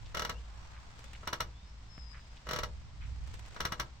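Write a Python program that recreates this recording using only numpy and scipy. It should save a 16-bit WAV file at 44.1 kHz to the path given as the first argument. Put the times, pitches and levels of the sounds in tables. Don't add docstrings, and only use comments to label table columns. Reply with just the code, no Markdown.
import sys
import numpy as np
from scipy import signal
from scipy.fft import rfft, irfft
from scipy.io import wavfile
from scipy.ndimage import uniform_filter1d

SR = 44100
rng = np.random.default_rng(int(sys.argv[2]) if len(sys.argv) > 2 else 0)


def generate_wav(signal):
    frames = np.transpose(np.atleast_2d(signal))
    scaled = np.clip(frames, -1, 1) * 32767
    pcm = np.round(scaled).astype(np.int16)
    wavfile.write(sys.argv[1], SR, pcm)


N = 176400
RING = 8192
RING_T, RING_HZ = np.arange(RING) / SR, np.fft.rfftfreq(RING, 1 / SR)
SCENE_HZ = np.fft.rfftfreq(N, 1 / SR)


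def amp(db):
    return 10 ** (np.asarray(db) / 20)


def unit_rms(x):
    return x / np.sqrt(np.mean(x ** 2) + 1e-20)


def read(points, hz):
    f, value = np.transpose(points)
    return np.interp(np.log(hz + 1), np.log(f + 1), value)


def level(points):
    return amp(np.interp(np.arange(N) / SR, *np.transpose(points)))


def add(mix, start_s, sound):
    part = mix[:, max(round(start_s * SR), 0):][:, :sound.shape[-1]]
    part += sound[..., :part.shape[1]]


def causal(db):
    log_gain = np.log(amp(np.concatenate([db, db[..., -2:0:-1]], -1)))
    return np.exp(np.conj(signal.hilbert(log_gain)))[..., :db.shape[-1]]


def noise(colour, likeness):
    left, other = rfft(rng.standard_normal((2, N)))
    alike = read(likeness, SCENE_HZ)
    right = alike * left + np.sqrt(1 - alike ** 2) * other
    return unit_rms(irfft(np.array([left, right]) * amp(read(colour, SCENE_HZ)), N))


def wander(shape, samples):
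    return unit_rms(uniform_filter1d(rng.standard_normal(shape), samples))


def flattened(spectrum, bins):
    power = uniform_filter1d(uniform_filter1d(abs(spectrum) ** 2, bins), bins)
    return spectrum * causal(-10 * np.log10(abs(power) + 1e-12))


def ring_out(spectrum):
    return irfft(spectrum) * (1 - np.linspace(0, 1, RING) ** 2) ** 2


# f/Hz, side minus mid/dB
SWING_WIDTH = [(100, -26), (350, -9), (700, -6), (1400, -1), (8000, -1)]
def widened(mid_side):
    mid, side = mid_side[0], mid_side[1] * amp(read(SWING_WIDTH, RING_HZ))
    return np.array([mid + side, mid - side]) / np.sqrt(2)


# f/Hz, level/dB
AIR_COLOUR = [(60, 8), (150, 8), (300, -6), (500, -5.5), (950, 2), (1500, -3.5), (3000, -6), (5200, -6),
              (8200, -19), (9500, -61)]
# f/Hz, left-right likeness/0-1
AIR_LIKENESS = [(100, 0.71), (500, 0.49), (1500, 0.017)]
# f/Hz, level/dB
DRONE_COLOUR = [(20, -2), (44, -11.5), (57, 8.5), (72, -6), (92, -14), (116, -4.5), (140, -17), (180, -20),
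                (300, -28.5), (1000, -110.5)]
def distance():
    air = amp(-61.5) * noise(AIR_COLOUR, AIR_LIKENESS)
    return air + amp(-49.5) * noise(DRONE_COLOUR, likeness=[(60, 0.99)])


# t/s, level/dB
WIND_GUSTS = [(0, -45), (.5, -54.5), (2.4, -66), (2.6, -42), (2.9, -51), (3.11, -40.5), (3.34, -43),
              (3.45, -51.5), (4, -60)]
# f/Hz, level/dB
WIND_COLOUR = [(10, -32), (30, 2), (65, 6), (110, -4), (180, -20), (300, -32.5), (1000, -82)]
def wind():
    return level(WIND_GUSTS) * noise(WIND_COLOUR, likeness=[(60, 0.45)])


def yard_echo(sound, t60_s=0.26, rise_s=0.0037, cutoff_hz=6500):
    t = np.arange(SR) / SR
    tail = rng.standard_normal((2, SR)) * amp(-60 * t / t60_s) * np.minimum(t / rise_s, 1)
    tail = signal.sosfilt(signal.butter(2, cutoff_hz, fs=SR, output="sos"), tail)
    return signal.fftconvolve(sound, unit_rms(tail) / np.sqrt(SR), axes=1)[:, :N] / 2


# t/s, length/s, first f/Hz, middle f/Hz, last f/Hz, level/dB,
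# left minus right/dB
WHISTLES = [(0.338, 0.051, 2780, 2770, 3110, -61, 5), (0.554, 0.15, 5440, 5720, 6300, -75, 13),
            (1.045, 0.05, 3420, 3540, 3700, -65, 2), (1.529, 0.12, 3280, 3560, 3830, -69, 2),
            (1.633, 0.093, 4730, 5300, 5580, -69, 10), (1.883, .29, 5350, 5080, 4990, -60.5, 13.5),
            (2.111, .28, 5050, 5050, 5050, -70.5, 11)]
def birds(waver_share=0.0045, flutter_db=0.5):
    out = np.zeros((2, N))
    for start_s, length_s, first, middle, last, db, pan_db in WHISTLES:
        progress = np.arange(0, length_s, 1 / SR) / length_s
        waver = waver_share * wander(N, samples=200)[:len(progress)]
        flutter = flutter_db * wander((2, N), samples=900)[:, :len(progress)]
        glide_hz = np.polyval(np.polyfit([0, .5, 1], [first, middle, last], 2), progress)
        tone = np.sin(2 * np.pi * np.cumsum(glide_hz * (1 + waver)) / SR)
        swell = abs(np.sin(np.pi * progress)) ** 0.55
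        add(out, start_s, swell * tone * amp(db - flutter + pan_db * np.array([[.5], [-.5]])))
    return out


# t/s, level/dB
RUSTLE_LEVEL = [(.6, -62.5), (1.0, -60.5), (1.2, -61.5), (1.6, -69), (2.35, -63), (2.9, -68), (3.15, -63),
                (3.35, -58.5), (3.6, -59), (4, -69.5)]
# f/Hz, level/dB
RUSTLE_COLOUR = [(100, -7.5), (500, 7), (2000, 6.5), (5000, -0.5), (8000, -3), (11000, -31.5), (16000, -18)]
def rope_rustle(grain_db=2.5):
    rustle = noise(RUSTLE_COLOUR, AIR_LIKENESS) * level(RUSTLE_LEVEL)
    return rustle * amp(grain_db * wander(N, samples=300))


# t/s, length/s, centre f/Hz, level/dB,
# crackle/0-1
SCUFFS = [(0.054, 0.038, 3250, -61.5, .5), (.42, 0.84, 1000, -61.5, 0.17), (0.732, 0.075, 1780, -60, 0.6),
          (1.127, 0.048, 2330, -54, 0.62), (2.13, .08, 1620, -54.5, 0.53), (2.366, 0.025, 3080, -58.5, 0.6),
          (3.005, 0.072, 2000, -55.5, 0.3)]
def scuffs(snaps_per_s=230, octave_off_db=-14.5):
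    out = np.zeros((2, N))
    for start_s, length_s, centre_hz, db, crackle in SCUFFS:
        swell = np.sin(np.pi * np.sqrt(np.arange(0, length_s, 1 / SR) / length_s))
        snaps = rng.random(N) < snaps_per_s / SR
        hiss = rng.standard_normal((2, N))
        rub = (1 - crackle) * hiss + crackle * unit_rms(snaps * rng.uniform(-1.4, 1, N))
        octaves = np.log2((SCENE_HZ + 1) / centre_hz).clip(-2, 2)
        scuff = unit_rms(irfft(rfft(rub) * causal(octave_off_db * octaves ** 2), N))
        add(out, start_s, amp(db) * swell * scuff[:, :len(swell)])
    return out


def tap(colour, decay_s, snap_s=0.0017):
    burst = rng.standard_normal((2, RING)) * (np.exp(-RING_T / decay_s) + np.exp(-RING_T / snap_s))
    spectrum = widened(flattened(rfft(burst), bins=61)) * causal(read(colour, RING_HZ))
    return unit_rms(ring_out(spectrum)) / np.sqrt(RING)


# t/s, relative level/dB
TICKS = [(0.9914, 0.5), (1.042, 1.5), (1.133, 2), (3.274, -2), (3.3408, 3.5), (3.393, 2), (3.461, -1),
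         (3.482, -4), (3.546, -1)]
# f/Hz, level/dB
TICK_COLOUR = [(500, 2.5), (2000, 2), (5000, -6.5), (8000, -7.5), (11000, -21), (16000, -22)]
KNOCK_COLOUR = [(40, 4.5), (150, 0), (400, -20), (1800, -21), (4000, -39), (12000, -57)]
def ticks_and_knock(tick_db=-28, knock_db=-15.5, knock_at_s=1.979):
    out = np.zeros((2, N))
    for start_s, db in TICKS:
        add(out, start_s, amp(tick_db + db) * tap(TICK_COLOUR, decay_s=0.0077))
    add(out, knock_at_s, amp(knock_db) * tap(KNOCK_COLOUR, decay_s=0.0032))
    return out


LEAD_S, LEAD_HZ = 0.0046, 2900
WOOD_LOWPASS = 1 / (1 + 1j * RING_HZ / 7900)
def jerk(crack_s=0.0015, crack_hz=2800, bloom_s=0.0051):
    t, jf = RING_T - LEAD_S, 1j * RING_HZ
    dense, sharp = np.sign(rng.standard_normal((2, 2, RING)))
    lead = rfft(dense * (t < 0) * np.sqrt(abs(1 + t / LEAD_S))) / (1 + jf / LEAD_HZ)
    crack = rfft(sharp * (t >= 0) * np.exp(-abs(t) / crack_s)) * jf / (crack_hz + jf)
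    bloom = rfft(dense * (t >= 0) * np.exp(-abs(t) / bloom_s)) * WOOD_LOWPASS
    return widened(flattened(amp(-12) * lead + amp(0.5) * crack + amp(-6.5) * bloom, bins=13))


# f/Hz, time to fall 60 dB/s
FRAME_T60 = [(100, 1), (400, 0.55), (1200, 0.13), (6000, .11), (16000, 0.11)]
def shudder(rise_s=0.0043):
    hz, t, bands = signal.stft(rng.standard_normal((2, RING)), SR, nperseg=128)
    decay = amp(-60 * t / read(FRAME_T60, hz)[:, None])
    tail = signal.istft(bands * decay, SR, nperseg=128)[1][:, :RING]
    rise = np.clip((RING_T - LEAD_S) / rise_s, 0, 1)
    return widened(flattened(rfft(tail * rise), bins=41))


# t/s, relative level/dB
FRONT_SLIPS = [(.1488, -1), (.1722, -0.5), (.196, 0), (.2219, -1), (.2507, -0.5), (.2968, -0.5),
               (2.4708, -5), (2.4908, -1.5), (2.512, -0.5), (2.5344, 0), (2.5623, -1), (2.589, -0.5),
               (2.6351, -0.5)]
BACK_SLIPS = [(1.2335, -6), (1.2757, 2.5), (1.3318, 3), (1.4062, 3.5), (3.565, -2.5), (3.6062, 3),
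              (3.6533, 3.5), (3.7232, 2.5), (3.7997, 3.5)]
# f/Hz, level/dB
FRONT_COLOUR = [(60, -15), (150, 8), (290, -2.5), (550, 1.5), (780, -3), (1300, -0.5), (2200, -0.5),
                (2650, -8.5), (3600, -1.5), (4500, -3), (4900, -9), (5400, -1), (5950, 0), (6200, -9.5),
                (7500, -10.5), (8500, -16.5), (11000, -22), (12000, -16), (16000, -19)]
BACK_COLOUR = [(60, 6.5), (150, 8), (290, -4), (550, -6), (780, -5), (1300, -2.5), (2200, -6),
               (2680, -14.5), (3600, -8), (4500, -11), (4900, -21.5), (5400, -9), (5950, -8.5),
               (6200, -18.5), (7700, -24.5), (9000, -24), (10800, -36.5), (12000, -25.5), (16000, -30.5)]
# f/Hz, width/Hz, lift/dB
FRAME_MODES = [(342, 7.3, 12.5), (424, 21, 10.5), (491.2, 27, 13.5), (613, 90, 9), (938, 77, 7.5),
               (1011, 90, 9), (1140, 41, 10.5), (1316, 95, 14.5), (1469, 46, 7.5), (1630, 33, 10.5),
               (1936, 107, 6.5), (2904, 116, 16.5), (3090, 70, -5.5), (4080, 72, 6.5)]
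# f/Hz, left minus right/dB
CREAK_PAN = [(300, 2), (700, -0.5), (1400, 1.5), (2800, -0.5), (5600, 3), (10000, -2.4)]
def creaks(slips, colour, gain_db, common_jerk, scatter=0.46, treble_db_per_db=4.5):
    out, hz = np.zeros((2, N)), RING_HZ
    modes_db = sum(lift / (1 + (2 * (hz - f) / width) ** 2) for f, width, lift in FRAME_MODES)
    pan = amp(np.outer([.5, -.5], read(CREAK_PAN, hz)))
    for start_s, db in slips:
        strike = (common_jerk + scatter * jerk()) * causal(modes_db)
        tail = shudder() * causal(0.67 * modes_db - 1) * WOOD_LOWPASS
        body = causal(read(colour, hz) + treble_db_per_db * db * hz / (hz + 5000))
        add(out, start_s - LEAD_S, amp(gain_db + db) * ring_out((strike + tail) * body * pan))
    return out


def scene():
    common_jerk = jerk()
    swing = creaks(FRONT_SLIPS, FRONT_COLOUR, gain_db=-3, common_jerk=common_jerk)
    swing += creaks(BACK_SLIPS, BACK_COLOUR, gain_db=-4, common_jerk=common_jerk)
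    swing += rope_rustle() + ticks_and_knock() + scuffs()
    song = birds()
    echo = yard_echo(amp(-26.5) * swing + song)
    return swing + song + echo + distance() + wind()


def record(dry):
    lowpass = signal.firwin(511, 16100, window=("kaiser", 9), fs=SR)
    return signal.oaconvolve(dry, lowpass[None], "same")


dry = scene()
out = record(dry)
generate_wav(out)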